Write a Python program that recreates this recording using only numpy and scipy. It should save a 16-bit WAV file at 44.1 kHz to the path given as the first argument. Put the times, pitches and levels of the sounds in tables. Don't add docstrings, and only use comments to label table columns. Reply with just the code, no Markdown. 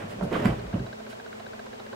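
import sys
import numpy as np
from scipy import signal
from scipy.fft import rfft, irfft
from scipy.io import wavfile
from scipy.ndimage import uniform_filter1d

SR = 44100
rng = np.random.default_rng(int(sys.argv[2]) if len(sys.argv) > 2 else 0)


def unload_audio(sound):
    columns = np.transpose(np.atleast_2d(sound))
    steps = np.round(np.clip(columns, -1, 1) * 32767)
    wavfile.write(sys.argv[1], SR, steps.astype(np.int16))


def amplitude_ratio(level_db):
    exponent = np.asarray(level_db, float) / 20
    return 10 ** exponent


N = 85995

# f/Hz, level/dB
MIDDLE_HISS = [(25, -64), (160, -6.5), (320, -14), (650, -8.5), (1500, -15), (7500, -27.5), (12000, -39.5),
               (15500, -34.5)]
# f/Hz, level/dB
SIDE_HISS = [(59, -29), (100, -16), (282, -14), (396, 3), (700, -4), (2710, -17), (7980, -32),
             (12200, -43.5), (15700, -41)]
# f/Hz, width/Hz, level/dB
ROOM_HUM = [(50, 27, -65.5), (96.2, 4.1, -64.5), (121.9, 8.1, -69.5), (238, 38, -75), (243.5, 23, -56.5),
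            (423.5, 105, -55)]
# f/Hz, level/dB
APPLIANCE_TONES = [(120.5, -61), (217.5, -52)]
# t/s, effort/dB, brightness/dB
SCRAMBLE_EFFORT = [(0, -42, -1), (.07, -48, -6.5), (.12, -43.5, -4.5), (.17, -55.5, -3),
                   (0.216, -34.5, -15), (.25, -35.5, -28), (0.304, -43.5, -4), (0.323, -32, -9.5),
                   (0.348, -30.5, -5), (.385, -34, -6), (0.439, -32, -8.5), (0.455, -31, -3),
                   (0.536, -35.5, -14), (0.561, -47, -3.5), (.725, -50, -7.5), (0.738, -36.5, -16),
                   (.85, -48.5, -24), (1.0, -51, -12)]
# f/Hz, level/dB
CLOTH_TONE = [(60, -11), (150, 0), (270, 2.5), (550, 1.5), (1300, -15), (3000, -26.5), (4500, -39),
              (15500, -52.5)]
# f/Hz, width/Hz, level/dB
FRAME_MODES = [(56.4, 22, -4), (113.8, 32, 6.5), (177.7, 26, 2.5), (267, 6.3, 0)]
# t/s, level/dB, f/Hz, length/s
SPRING_HEAVES = [(.19, -42, 55, .07), (.44, -35, 51, .12), (.63, -38, 55, .09), (.73, -40, 58, .12),
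                 (.56, -43, 60, .07), (.07, -42, 108, .05), (.447, -23.5, 120, .04), (.49, -28, 120, .055),
                 (.7318, -25, 110, .04), (.79, -29, 115, .04), (.13, -40, 116, .06), (.53, -40, 55, .05),
                 (.01, -40, 105, .06)]
# t/s, level/dB, cushion f/Hz, push length/s
PAW_THUMPS = [(.038, -35, 190, .022), (.183, -33, 205, .016), (.2185, -23, 186, .031),
              (.268, -33, 170, .014), (.3185, -25, 385, .010), (.329, -28, 262, .018),
              (.349, -26, 200, .012), (.360, -29, 240, .016), (.386, -30, 255, .016),
              (.403, -28, 410, .014), (.418, -33, 190, .016), (.4530, -13, 205, .019),
              (.471, -22, 265, .014), (.486, -23, 175, .014), (.490, -26, 310, .012),
              (.503, -31, 150, .012), (.5195, -25, 200, .014), (.532, -30, 185, .012),
              (.580, -36, 410, .02), (.635, -38, 400, .02), (.65, -37, 180, .02), (.7388, -19.5, 200, .018),
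              (.759, -34, 580, .013), (.7565, -25, 250, .007), (.766, -29, 165, .022),
              (.800, -28, 215, .014), (.8145, -33, 170, .016), (.81, -36, 400, .014),
              (.835, -35, 130, .022)]
# knock/dB, knock f/Hz, ring/dB, rattle/dB
FAINT_STEP = (-57, 560, -54, -71)
# t/s, knock/dB, knock f/Hz, ring/dB, rattle/dB
MOTOR_STEPS = [(0.594, -40, 678, -44, -50), (0.667, -32, 550, -46, -56), (0.73, -27, 498, -44, -59),
               (0.794, -45, 565, -43.5, -55), (0.864, -30, 690, -45.5, -49.5),
               (0.928, -33.5, 520, -39, -52), (1, -30.5, 700, -47.5, -59), (1.066, -31.5, 538, -44.5, -63),
               (1.128, -30.5, 646, -45, -52), (1.198, -35, 798, -41.5, -57),
               (1.262, -34.5, 690, -39.5, -51), (1.329, -34.5, 680, -37, -55),
               (1.397, -29, 662, -67, -49.5), (1.464, -29.5, 520, -39, -51.5),
               (1.533, -29, 680, -40.5, -63), (1.594, -29, 675, -40, -53), (1.664, -32.5, 538, -49.5, -59),
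               (1.731, -32, 527, -48.5, -56), (1.797, -26, 579, -51, -47.5), (1.865, -33, 557, -44, -56),
               (1.929, -26.5, 534, -44.5, -53)]
# f/Hz, width/Hz, level/dB
KNOCK_MODES = [(990, 250, -9), (430, 150, -7), (780, 250, -8), (1246, 300, -14)]
# f/Hz, width/Hz, level/dB
RING_MODES = [(1560, 180, 0), (1950, 500, -17)]
# f/Hz, width/Hz, level/dB
RATTLE_MODES = [(3900, 170, 0), (4480, 220, -7), (2950, 250, -11), (5130, 300, -16)]
# f/Hz, width/Hz, level/dB
CLICK_MODES = [(1200, 1200, 8), (2420, 1900, 5), (4140, 430, 1)]
# t/s, length/s, level/dB
FUR_SWISHES = [
    (0.072, 0.073, -55.5),
    (0.211, 0.056, -54.5),
    (0.34, 0.063, -70),
    (0.444, 0.044, -73),
    (1.08, 0.055, -55),
]
# f/Hz, level/dB
FUR_TONE = [(2500, 8), (6000, 1.5), (10000, 1), (15000, -12)]
# t/s, level/dB, f/Hz, width/Hz
CLAW_CATCHES = [(.210, -28, 650, 300), (.210, -39, 1300, 350), (.226, -35, 1250, 450),
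                (.226, -31, 750, 400), (.326, -44, 7000, 5000), (.329, -30, 1900, 1200),
                (.352, -24, 1170, 250), (.449, -26, 900, 700), (.4555, -26, 2150, 450),
                (.4555, -25, 1050, 500), (.4555, -38, 7500, 3000), (.4555, -44, 11500, 4000),
                (.4555, -36, 4300, 1800), (.450, -47, 14000, 3000), (.445, -48, 7500, 200),
                (.4695, -45, 8500, 3000), (.4755, -47, 9000, 5000), (.466, -43, 4900, 300),
                (.741, -41, 2700, 900), (.741, -35, 1100, 500), (.733, -33, 700, 250),
                (.316, -29, 600, 400)]
# t/s, length/s, level/dB
CLAW_RAKES = [
    (.318, 0.057, -38),
    (.44, 0.057, -63),
    (1.085, 0.067, -57),
]
# f/Hz, level/dB
RAKE_TONE = [(800, -18), (1500, 26), (2300, 0), (3500, -9), (5000, -23), (9000, -47)]
# f/Hz, t60/s
ROOM_DECAY = [(60, 0.64), (200, 0.43), (600, 0.11), (2000, 0.25), (8000, 0.29)]
# f/Hz, level/dB
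SIDE_PICKUP = [(40, -19), (200, -19), (350, -3), (600, 3.5), (3000, -2), (12000, -8.5)]


def evened(x):
    return x / np.sqrt(np.mean(x ** 2) + 1e-20)


def add(mix, start_s, sound):
    part = mix[..., round(start_s * SR):][..., :sound.shape[-1]]
    part += sound[..., :part.shape[-1]]


def colour(x, points):
    f, db = np.transpose(points)
    hz = np.fft.rfftfreq(len(x), 1 / SR)
    gain = amplitude_ratio(np.interp(np.log(hz + 1), np.log(f + 1), db))
    return irfft(rfft(x) * gain, len(x))


def resonate(x, hz, width):
    r = np.exp(-np.pi * width / SR)
    gain = (1 - r * r) / 2
    return signal.lfilter([gain, 0, -gain], [1, -2 * r * np.cos(2 * np.pi * hz / SR), r * r], x)


def body(x, modes):
    return sum(amplitude_ratio(db) * resonate(resonate(x, hz, width), hz, width) for hz, width, db in modes)


def air():
    middle, sides, rumble = rng.standard_normal((3, N))
    hum = sum(amplitude_ratio(db) * evened(resonate(resonate(rumble, hz, width), hz, width))
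              for hz, width, db in ROOM_HUM)
    t = np.arange(N) / SR
    for hz, db in APPLIANCE_TONES:
        drift = uniform_filter1d(uniform_filter1d(rng.standard_normal(N), 1500), 1500)
        waver = 1 + 0.35 * evened(drift)
        hum = hum + amplitude_ratio(db) * np.sqrt(2) * waver * np.sin(2 * np.pi * hz * t)
    middle = amplitude_ratio(-51.5) * evened(colour(middle, MIDDLE_HISS)) + hum
    sides = amplitude_ratio(-42.5) * evened(colour(sides, [(20, -62)] + list(SIDE_HISS)))
    return np.array([middle, sides])


def scramble():
    grains_per_s, grain_spread_db = 4000, 2.5
    split_hz, bright_ref_db, frame_lag_s = 1320, -14.5, 0.017
    s, effort_db, bright_db = np.transpose(SCRAMBLE_EFFORT)
    t = np.arange(N) / SR
    effort = amplitude_ratio(np.interp(t, s, effort_db)) * np.clip((s[-1] - t) / 0.13, 0, 1)
    slips = rng.standard_normal(N) * (rng.random(N) < grains_per_s / SR)
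    slips = slips * amplitude_ratio(grain_spread_db * np.minimum(rng.exponential(1, N), 4))
    cloth = evened(colour(evened(slips) + 0.5 * rng.standard_normal(N), CLOTH_TONE))
    dull = signal.sosfiltfilt(signal.butter(2, split_hz, fs=SR, output="sos"), cloth)
    cloth = dull + (cloth - dull) * amplitude_ratio(np.interp(t, s, bright_db) - bright_ref_db)
    pole = np.exp(-1 / (frame_lag_s * SR))
    drive = signal.lfilter([1 - pole], [1, -pole], effort) * rng.standard_normal(N)
    frame = body(drive, FRAME_MODES) * np.sqrt(SR / 100)
    return amplitude_ratio(0.5) * effort * cloth + amplitude_ratio(-10) * frame


def heaves():
    out = np.zeros(N)
    for s, db, hz, length in SPRING_HEAVES:
        t = np.arange(0, length, 1 / SR)
        add(out, s, amplitude_ratio(db) * np.sin(np.pi * t / length) * np.sin(2 * np.pi * hz * t))
    return out


def thumps():
    rise_share, overtone_ratio, overtone_db = 0.2, 2.1, -24
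    out = np.zeros(N)
    for (s, db, hz, length), turn in zip(PAW_THUMPS, rng.random(len(PAW_THUMPS))):
        t = np.arange(0, 2 * length, 1 / SR)
        u = t / length
        push = np.minimum(u / rise_share, 1) * np.exp(-u ** 6)
        overtone = np.sin(2 * np.pi * (overtone_ratio * hz * t + turn))
        wave = -np.sin(2 * np.pi * hz * t) + amplitude_ratio(overtone_db) * overtone
        add(out, s, amplitude_ratio(db) * push * wave)
    return out


def lens():
    early_s, ticks_per_s, rise_s, step_s = 0.062, 15, 0.00188, 0.0053
    early = [(early_s + k / ticks_per_s, *FAINT_STEP) for k in range(8)]
    out, t = np.zeros((2, N)), np.arange(2600) / SR
    spans = step_s * np.array([[2.4], [0.7], [1.2], [0.6]])
    sides = (-0.53, 0.19, -0.076, 0.5)
    for s, knock_db, knock_hz, ring_db, rattle_db in early + list(MOTOR_STEPS):
        envelope = np.minimum(t / rise_s, 1) * np.exp(-(t / spans) ** 2)
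        chatter = rng.standard_normal((4, len(t))) * envelope
        levels = (knock_db - 6.5, ring_db + 3.5, rattle_db + 6, -46.5)
        knock = [(knock_hz, 120, 0)] + KNOCK_MODES
        shells = (knock, RING_MODES, RATTLE_MODES, CLICK_MODES)
        for x, db, modes, side in zip(chatter, levels, shells, sides):
            ring = body(x, modes)
            add(out, s - rise_s, amplitude_ratio(db) * ring / abs(ring).max() * np.array([[1], [side]]))
    return out


def claws():
    snap_s = 0.001
    out = np.zeros(N)
    for s, db, hz, width in CLAW_CATCHES:
        t = np.arange(600) / SR
        snap = body(rng.standard_normal(600) * t * np.exp(-t / snap_s), [(hz, width, 0)])
        add(out, s, amplitude_ratio(db) * snap / abs(snap).max())
    fur = evened(colour(rng.standard_normal(N), [(1000, -27)] + FUR_TONE))
    rake = evened(colour(fur, RAKE_TONE))
    for strokes, noise in ((FUR_SWISHES, fur), (CLAW_RAKES, rake)):
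        for s, length, db in strokes:
            n = round(length * SR)
            add(out, s, amplitude_ratio(db) * np.hanning(n) * noise[round(s * SR):][:n])
    return out


def room(x):
    hz, t, z = signal.stft(rng.standard_normal((2, SR // 2)), SR, nperseg=512)
    f, t60 = np.transpose(ROOM_DECAY)
    fall_s = np.interp(np.log(hz + 1), np.log(f), t60)[:, None]
    tail = signal.istft(z * amplitude_ratio(-60 * t / fall_s), SR, nperseg=512)[1]
    tail = tail * np.clip(np.arange(tail.shape[1]) / SR / 0.003, 0, 1)
    return signal.fftconvolve(x[None], tail / np.linalg.norm(tail[0]), axes=1)[:, :N]


def scene():
    blows, snaps = thumps() + heaves(), claws()
    rub = scramble() + snaps
    wet = room(rub + amplitude_ratio(-12) * blows)
    mid, side = air() + lens()
    mid = mid + blows + rub + amplitude_ratio(-5) * wet[0]
    lean = -0.31 * (2 * blows + rub)
    side = side - 0.35 * snaps + colour(lean + amplitude_ratio(-0.5) * wet[1], SIDE_PICKUP)
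    return np.array([mid + side, mid - side])


def low_pass(x):
    return signal.sosfilt(signal.butter(12, 17010, fs=SR, output="sos"), x)


def record(dry):
    edge = signal.firwin(511, 15790, window=("kaiser", 9), fs=SR)
    mix = signal.oaconvolve(dry, edge[None], "same")
    return low_pass(mix)


dry = scene()
out = record(dry)
unload_audio(out)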